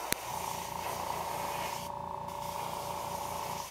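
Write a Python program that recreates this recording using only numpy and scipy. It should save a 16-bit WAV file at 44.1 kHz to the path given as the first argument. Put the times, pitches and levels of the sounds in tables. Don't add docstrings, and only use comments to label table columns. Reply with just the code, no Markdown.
import sys
import numpy as np
from scipy import signal
from scipy.fft import rfft, irfft
from scipy.io import wavfile

SR = 44100
rng = np.random.default_rng(int(sys.argv[2]) if len(sys.argv) > 2 else 0)


def natural_amplitude(level_db):
    exponent = np.asarray(level_db, float) / 20
    return 10 ** exponent


def unload_audio(sound):
    columns = np.transpose(np.atleast_2d(sound))
    steps = np.round(np.clip(columns, -1, 1) * 32767)
    wavfile.write(sys.argv[1], SR, steps.astype(np.int16))


N = 163170
T = np.arange(N) / SR
HZ = np.maximum(np.arange(N // 2 + 1) * SR / N, 1)
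CUTOFF_HZ = 15780


def rms_one(x):
    return x / np.sqrt(np.mean(x ** 2))


def at_hz(points):
    hz, db = np.transpose(points)
    return natural_amplitude(np.interp(np.log(HZ), np.log(hz), db))


def bell(hz, width_hz):
    return 1 / (1 + (2 * (HZ - hz) / width_hz) ** 2)


def dips_and_lifts(resonances):
    return natural_amplitude(sum(db * bell(hz, width_hz) for hz, width_hz, db in resonances))


def drift(rate):
    r = np.exp(-80 * np.pi * rate / SR)
    slow = signal.lfilter([1], [1, -2 * r, r * r], rng.standard_normal(N // 40 + 1102))[1100:]
    return np.interp(np.arange(N) / 40, np.arange(len(slow)), rms_one(slow))


def noise(shape, flicker_db):
    white = rfft(rng.standard_normal(N)) * shape
    octave = np.log2(HZ / 40)
    total = np.zeros(N)
    for k in range(10):
        band = irfft(white * np.clip(1 - abs(octave - k), 0, 1), N)
        total += band * natural_amplitude(flicker_db * drift(9.3))
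    return rms_one(total)


def ring(x, hz, width_hz):
    r, w = np.exp(-np.pi * width_hz / SR), 2 * np.pi * hz / SR
    poles = [1, -2 * r * np.cos(w), r * r]
    once = signal.lfilter([0, np.sin(w)], poles, x + 1e-18)
    return signal.lfilter([0, 2 * np.e * (1 - r) * np.sin(w)], poles, once)


# frequency in Hz, level in dB per Hz.
ROOM = [(25, 1), (60, -9), (200, -8), (1000, -11), (4000, -21), (16000, -32.5)]


def room():
    whine = natural_amplitude(-84) * np.sin(2 * np.pi * 14820 * T)
    return natural_amplitude(-56.5) * noise(at_hz(ROOM), flicker_db=1.0) + whine


MAINS_HZ = 60


def mains_hum():
    peak_s, rise_s, fall_s = 0.315, 0.045, 0.042
    surge = np.exp(-np.where(T < peak_s, (peak_s - T) / rise_s, (T - peak_s) / fall_s))
    hum = 2 * np.pi * MAINS_HZ * T
    return -natural_amplitude(-62 + 4) * np.cos(hum) - natural_amplitude(-43.5) * surge * np.sin(2 * hum)


# time in seconds, peak level in dB.
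SPARKS = [
    (.124925, -8.5),
    (.125006, -.7),
    (.125488, -2.2),
]


def switch():
    width_s, rebound_db, rebound_s = .0000145, -27, .003
    snaps = sum(-natural_amplitude(db) * np.exp(-.5 * ((T - s) / width_s) ** 2) for s, db in SPARKS)
    after = np.clip(T - SPARKS[-1][0], 0, 1)
    return snaps + natural_amplitude(rebound_db) * (after > 0) * np.exp(-after / rebound_s)


START_S, STOP_S = .235, 3.607
# time in seconds, turns per second.
SPEED = [(.27, 28.55), (.6, 28.76), (1.2, 28.82), (2, 28.83), (2.4, 28.88), (2.9, 28.83), (3.7, 28.73)]


def shaft_turns():
    knock_s = 1.9368
    turns = np.cumsum(np.interp(T, *np.transpose(SPEED))) / SR
    return turns - np.interp(knock_s, T, turns)


# frequency in Hz, width in Hz, change in dB.
VALLEYS = [(315, 54, -8), (480, 64, -7.5), (596, 23.3, -19.5)]
# frequency in Hz, width in Hz, change in dB.
SECOND_VALLEY = (718, 24, -7)


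def housing_valleys():
    return dips_and_lifts(VALLEYS + [SECOND_VALLEY])


# share of the turn after the main knock, level in dB,
# ring frequency in Hz, ring width in Hz.
VALVES = [
    (-.032, -27.8, 953, 186),
    (.222, -46, 996, 60),
    (.406, -39.1, 905, 63),
    (.731, -43.9, 1016.5, 60),
    (.858, -36.5, 750, 258),
]
# frequency in Hz, width in Hz, level in dB.
HOUSING = [(385.5, 32, -49), (549.5, 16, -58.5), (1064, 47, -51)]
# frequency in Hz, width in Hz, level in dB.
COLD_RING = [(747, 57, -42.5), (883, 48, -43.5)]


def valve_knocks(turns, cold, valleys):
    gain_db, scatter_db, jitter_s, cold_sag, top_hz = -0.5, 1.4, .00003, 0.019, 1300
    whole = np.arange(np.ceil(turns[0]), np.interp(STOP_S, T, turns))
    out = np.zeros(N)
    for k, (share, db, hz, width_hz) in enumerate(VALVES):
        luck = rng.standard_normal((len(whole), 2))
        at = (np.interp(whole + share, turns, T) + jitter_s * luck[:, 0]) * SR
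        clicks = np.bincount(at.astype(int).clip(0), natural_amplitude(scatter_db * luck[:, 1]), N)
        loaded = ring(clicks * (1 - cold), hz, width_hz)
        flat = ring(clicks * cold, hz * (1 - cold_sag), width_hz)
        out += natural_amplitude(db + gain_db) * (loaded + flat)
        if k == 0:
            out += sum(natural_amplitude(d) * ring(clicks, f, w) for f, w, d in HOUSING)
            slack = sum(natural_amplitude(d) * ring(clicks * cold, f, w) for f, w, d in COLD_RING)
    return irfft(rfft(out) * valleys / (1 + (HZ / top_hz) ** 20), N) + slack


# order (cycles per turn), level in dB,
# partner level in dB, partner lead in cycles.
SHAFT = [(2, -66, -80, 0), (3, -58, -66, -.03), (4, -62, -61, .3), (5, -58, -62, .24), (6, -59, -58, .06),
         (7, -72, -67, .47), (8, -71, -71, .06)]
# order (cycles per turn), level in dB.
HIGH_ORDERS = [(60, -72), (90, -73), (125, -76)]


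def shaft_tones(turns, cold):
    lag_turns, smear, wander_db = .85, .11, 1.2
    slip = 2 * MAINS_HZ * T - 4 * turns
    out = np.zeros(N)
    for order, db, partner_db, lead in SHAFT:
        cycle = order * (turns - lag_turns) + smear * order ** 2
        out += natural_amplitude(db + 3 + wander_db * drift(1.5)) * np.cos(2 * np.pi * cycle)
        out += natural_amplitude(partner_db + 3) * np.cos(2 * np.pi * (cycle + slip + lead))
    whine_db = -48.5 + 1.5 - 8 * cold + wander_db * drift(3.3)
    out -= natural_amplitude(whine_db) * np.cos(2 * np.pi * 20 * turns)
    return out + sum(natural_amplitude(db + 3) * np.cos(2 * np.pi * order * turns) for order, db in HIGH_ORDERS)


# frequency in Hz, level in dB per Hz.
RATTLE = [(25, -3), (60, -10.5), (380, -0.5), (560, -1), (930, -2.5), (1290, -23.5), (3700, -29),
          (16000, -66)]


def intake_and_rattle(turns, valleys):
    pulse = natural_amplitude(2 * np.cos(2 * np.pi * (turns - .08)))
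    intake = natural_amplitude(-51) * noise(bell(890, 170) * valleys, flicker_db=1.5)
    return pulse * intake + natural_amplitude(-54) * noise(at_hz(RATTLE) * valleys, flicker_db=1.2)


def starting_song():
    middle_s, width_s, hz = .3, .024, 972
    swell = np.exp(-.5 * ((T - middle_s) / width_s) ** 2)
    return natural_amplitude(-38) * swell * np.sin(2 * np.pi * hz * T)


# time in seconds, level in dB, ring frequency in Hz.
RUN_DOWN = [
    (3.620, -34, 933),
    (3.645, -39, 1026),
    (3.665, -42, 996),
]


def last_strokes():
    return sum(natural_amplitude(db) * ring(np.arange(N) == int(s * SR), hz, 97) for s, db, hz in RUN_DOWN)


def compressor():
    rise_s, fall_db_per_s, load_s = .075, 150, 0.49
    turns, valleys = shaft_turns(), housing_valleys()
    cold = np.exp(-np.clip(T - START_S, 0, 9) / load_s)
    running = valve_knocks(turns, cold, valleys) + shaft_tones(turns, cold)
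    running += intake_and_rattle(turns, valleys)
    power = np.clip((T - START_S) / rise_s, 0, 1) * natural_amplitude(-fall_db_per_s * np.clip(T - STOP_S, 0, 1))
    return running * power + starting_song() + last_strokes()


def bench(x):
    places, t60_s, echo_db = 9, 0.1, -4
    reflected = HZ > 1100
    place, out = T / T[-1] * (places - 1), 0
    for k in range(places):
        echo = rng.standard_normal(N) * natural_amplitude(-60 * np.minimum(T / t60_s, 4))
        echo = natural_amplitude(echo_db) * echo / np.sqrt(np.sum(echo ** 2))
        here = x * np.clip(1 - abs(place - k), 0, 1)
        out = out + rfft(here) * (1 + rfft(echo) * reflected)
    return irfft(out / np.sqrt(1 + natural_amplitude(2 * echo_db) * reflected), N)


# start in seconds, length in seconds,
# frequency in Hz, width in Hz, level in dB.
WHISTLES = [(1.773, 0.086, 3270, 120, -56), (1.77, 0.11, 4700, 150, -59), (2.29, 0.57, 3280, 110, -62.5),
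            (2.42, .06, 6700, 300, -60), (2.476, 0.31, 2290, 120, -59.5), (2.95, 0.38, 4750, 120, -62),
            (3.25, 0.36, 2250, 120, -61)]


def whistles():
    white = rfft(rng.standard_normal(N))
    out = np.zeros(N)
    for s, length_s, hz, width_hz, db in WHISTLES:
        swell = np.sqrt(np.sin(np.pi * np.clip((T - s) / length_s, 0, 1)).clip(0))
        out += natural_amplitude(db) * swell * rms_one(irfft(white * bell(hz, width_hz), N))
    return out


def trigger():
    shut_s, open_s, shut_db_per_s, open_db_per_s = 1.865, 2.285, 697, 1500
    closed_db = np.minimum((T - shut_s) * shut_db_per_s, (open_s - T) * open_db_per_s)
    return natural_amplitude(-np.clip(closed_db, 0, 60))


# time in seconds, hiss level in dB, level in dB of the edge tone
# where it grazes the blade, level in dB of the low wash off the bench.
JET = [(0, -47.5, -54, -41), (.1, -46.5, -52, -40.5), (.3, -45, -56, -44), (.62, -44.5, -55, -52),
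       (.75, -48, -61, -55), (.86, -44.5, -45, -39), (.96, -45.5, -54.5, -40), (1.36, -46.5, -52, -41),
       (1.66, -45.5, -43, -40.5), (1.77, -46, -53.5, -48.5), (1.85, -47.5, -67, -72), (2.29, -51, -68, -67),
       (2.4, -55.5, -80, -62), (2.43, -47.5, -75, -64), (2.6, -47.5, -50.5, -43.5), (2.8, -48, -79, -44),
       (3.5, -47, -52, -43.5), (3.62, -47.5, -55, -53)]
# frequency in Hz, level in dB per Hz.
HISS = [(760, -59), (1300, -11), (1700, -11), (2310, 0), (4190, -9.5), (12500, -10.5), (15600, -14.5),
        (16500, -67)]
# frequency in Hz, width in Hz, lift in dB.
NOZZLE = [(2460, 400, -4), (6220, 4200, 6), (8670, 520, 2), (11940, 1200, 3), (14400, 900, 3.5),
          (4030, 220, -3.5), (7750, 430, -6), (4460, 42, 0), (3170, 24, -4.5)]
# frequency in Hz, level in dB per Hz.
WASH = [(200, -35), (350, -7), (500, -6.5), (750, -1.5), (950, 2), (1150, -7.5), (1400, -15), (1900, -26)]


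def airbrush():
    s, *columns = np.transpose(JET)
    hiss_db, edge_db, wash_db = [np.interp(T, s, c) for c in columns]
    colour = at_hz(HISS) * dips_and_lifts(NOZZLE) * (HZ > 900)
    hiss = natural_amplitude(hiss_db) * noise(colour, flicker_db=1.2)
    edge = natural_amplitude(edge_db) * noise(bell(2390, 1400), flicker_db=1.0)
    wash = natural_amplitude(wash_db) * noise(at_hz([(100, -33)] + WASH + [(4000, -53)]), flicker_db=.6)
    spit_s, spit_fade_s = 3.578, 0.16
    spit = (T > spit_s) * natural_amplitude(-47) * np.exp(-(T - spit_s) / spit_fade_s).clip(0, 1)
    spit = spit * noise(bell(5850, 1700), flicker_db=.7)
    return bench(trigger() * (whistles() + hiss + edge + wash + spit))


def scene():
    air = room() + mains_hum() + compressor() + airbrush()
    air = irfft(rfft(air) * (HZ < CUTOFF_HZ) / (1 + (42 / HZ) ** 4), N)
    snap = irfft(rfft(switch()) / (1 + (HZ / 16600) ** 100), N)
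    return (air + snap) * np.ones((2, 1))


# lowest Hz, highest Hz.
STARVED = [(4200, 5100), (7600, 8200), (9500, 13500), (15200, 16000)]


def starve(dry):
    start_s, end_s = .109, .1215
    starved = np.clip(np.minimum(T - start_s, end_s - T) * 1000, 0, 1)
    bands = sum((HZ > low) * (HZ < high) for low, high in STARVED)
    return dry - starved * irfft(rfft(dry) * bands, N)


# frequency in Hz, level in dB per Hz.
MIC = [(30, 9), (60, -6), (150, -13), (500, -21.5), (1500, -25), (6000, -21.5), (14000, -24), (16000, -27)]


def microphone_hiss(dry):
    return natural_amplitude(-71.5) * np.array([noise(at_hz(MIC) * (HZ < CUTOFF_HZ), flicker_db=2.7) for _ in dry])


def gain_control():
    duck_db, release_s, fade_s, fade_db_per_s = 7, .035, 3.685, 400
    after = T - SPARKS[-1][0] - .0015
    duck = duck_db * np.clip(after * 500, 0, 1) * np.exp(-np.clip(after, 0, 9) / release_s)
    return natural_amplitude(-duck - fade_db_per_s * np.clip(T - fade_s, 0, 1))


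def roll_off(x):
    return signal.sosfilt(signal.butter(12, 17840, fs=SR, output="sos"), x)


def record(dry):
    mix = (starve(dry) + microphone_hiss(dry)) * gain_control()
    return roll_off(mix)


dry = scene()
out = record(dry)
unload_audio(out)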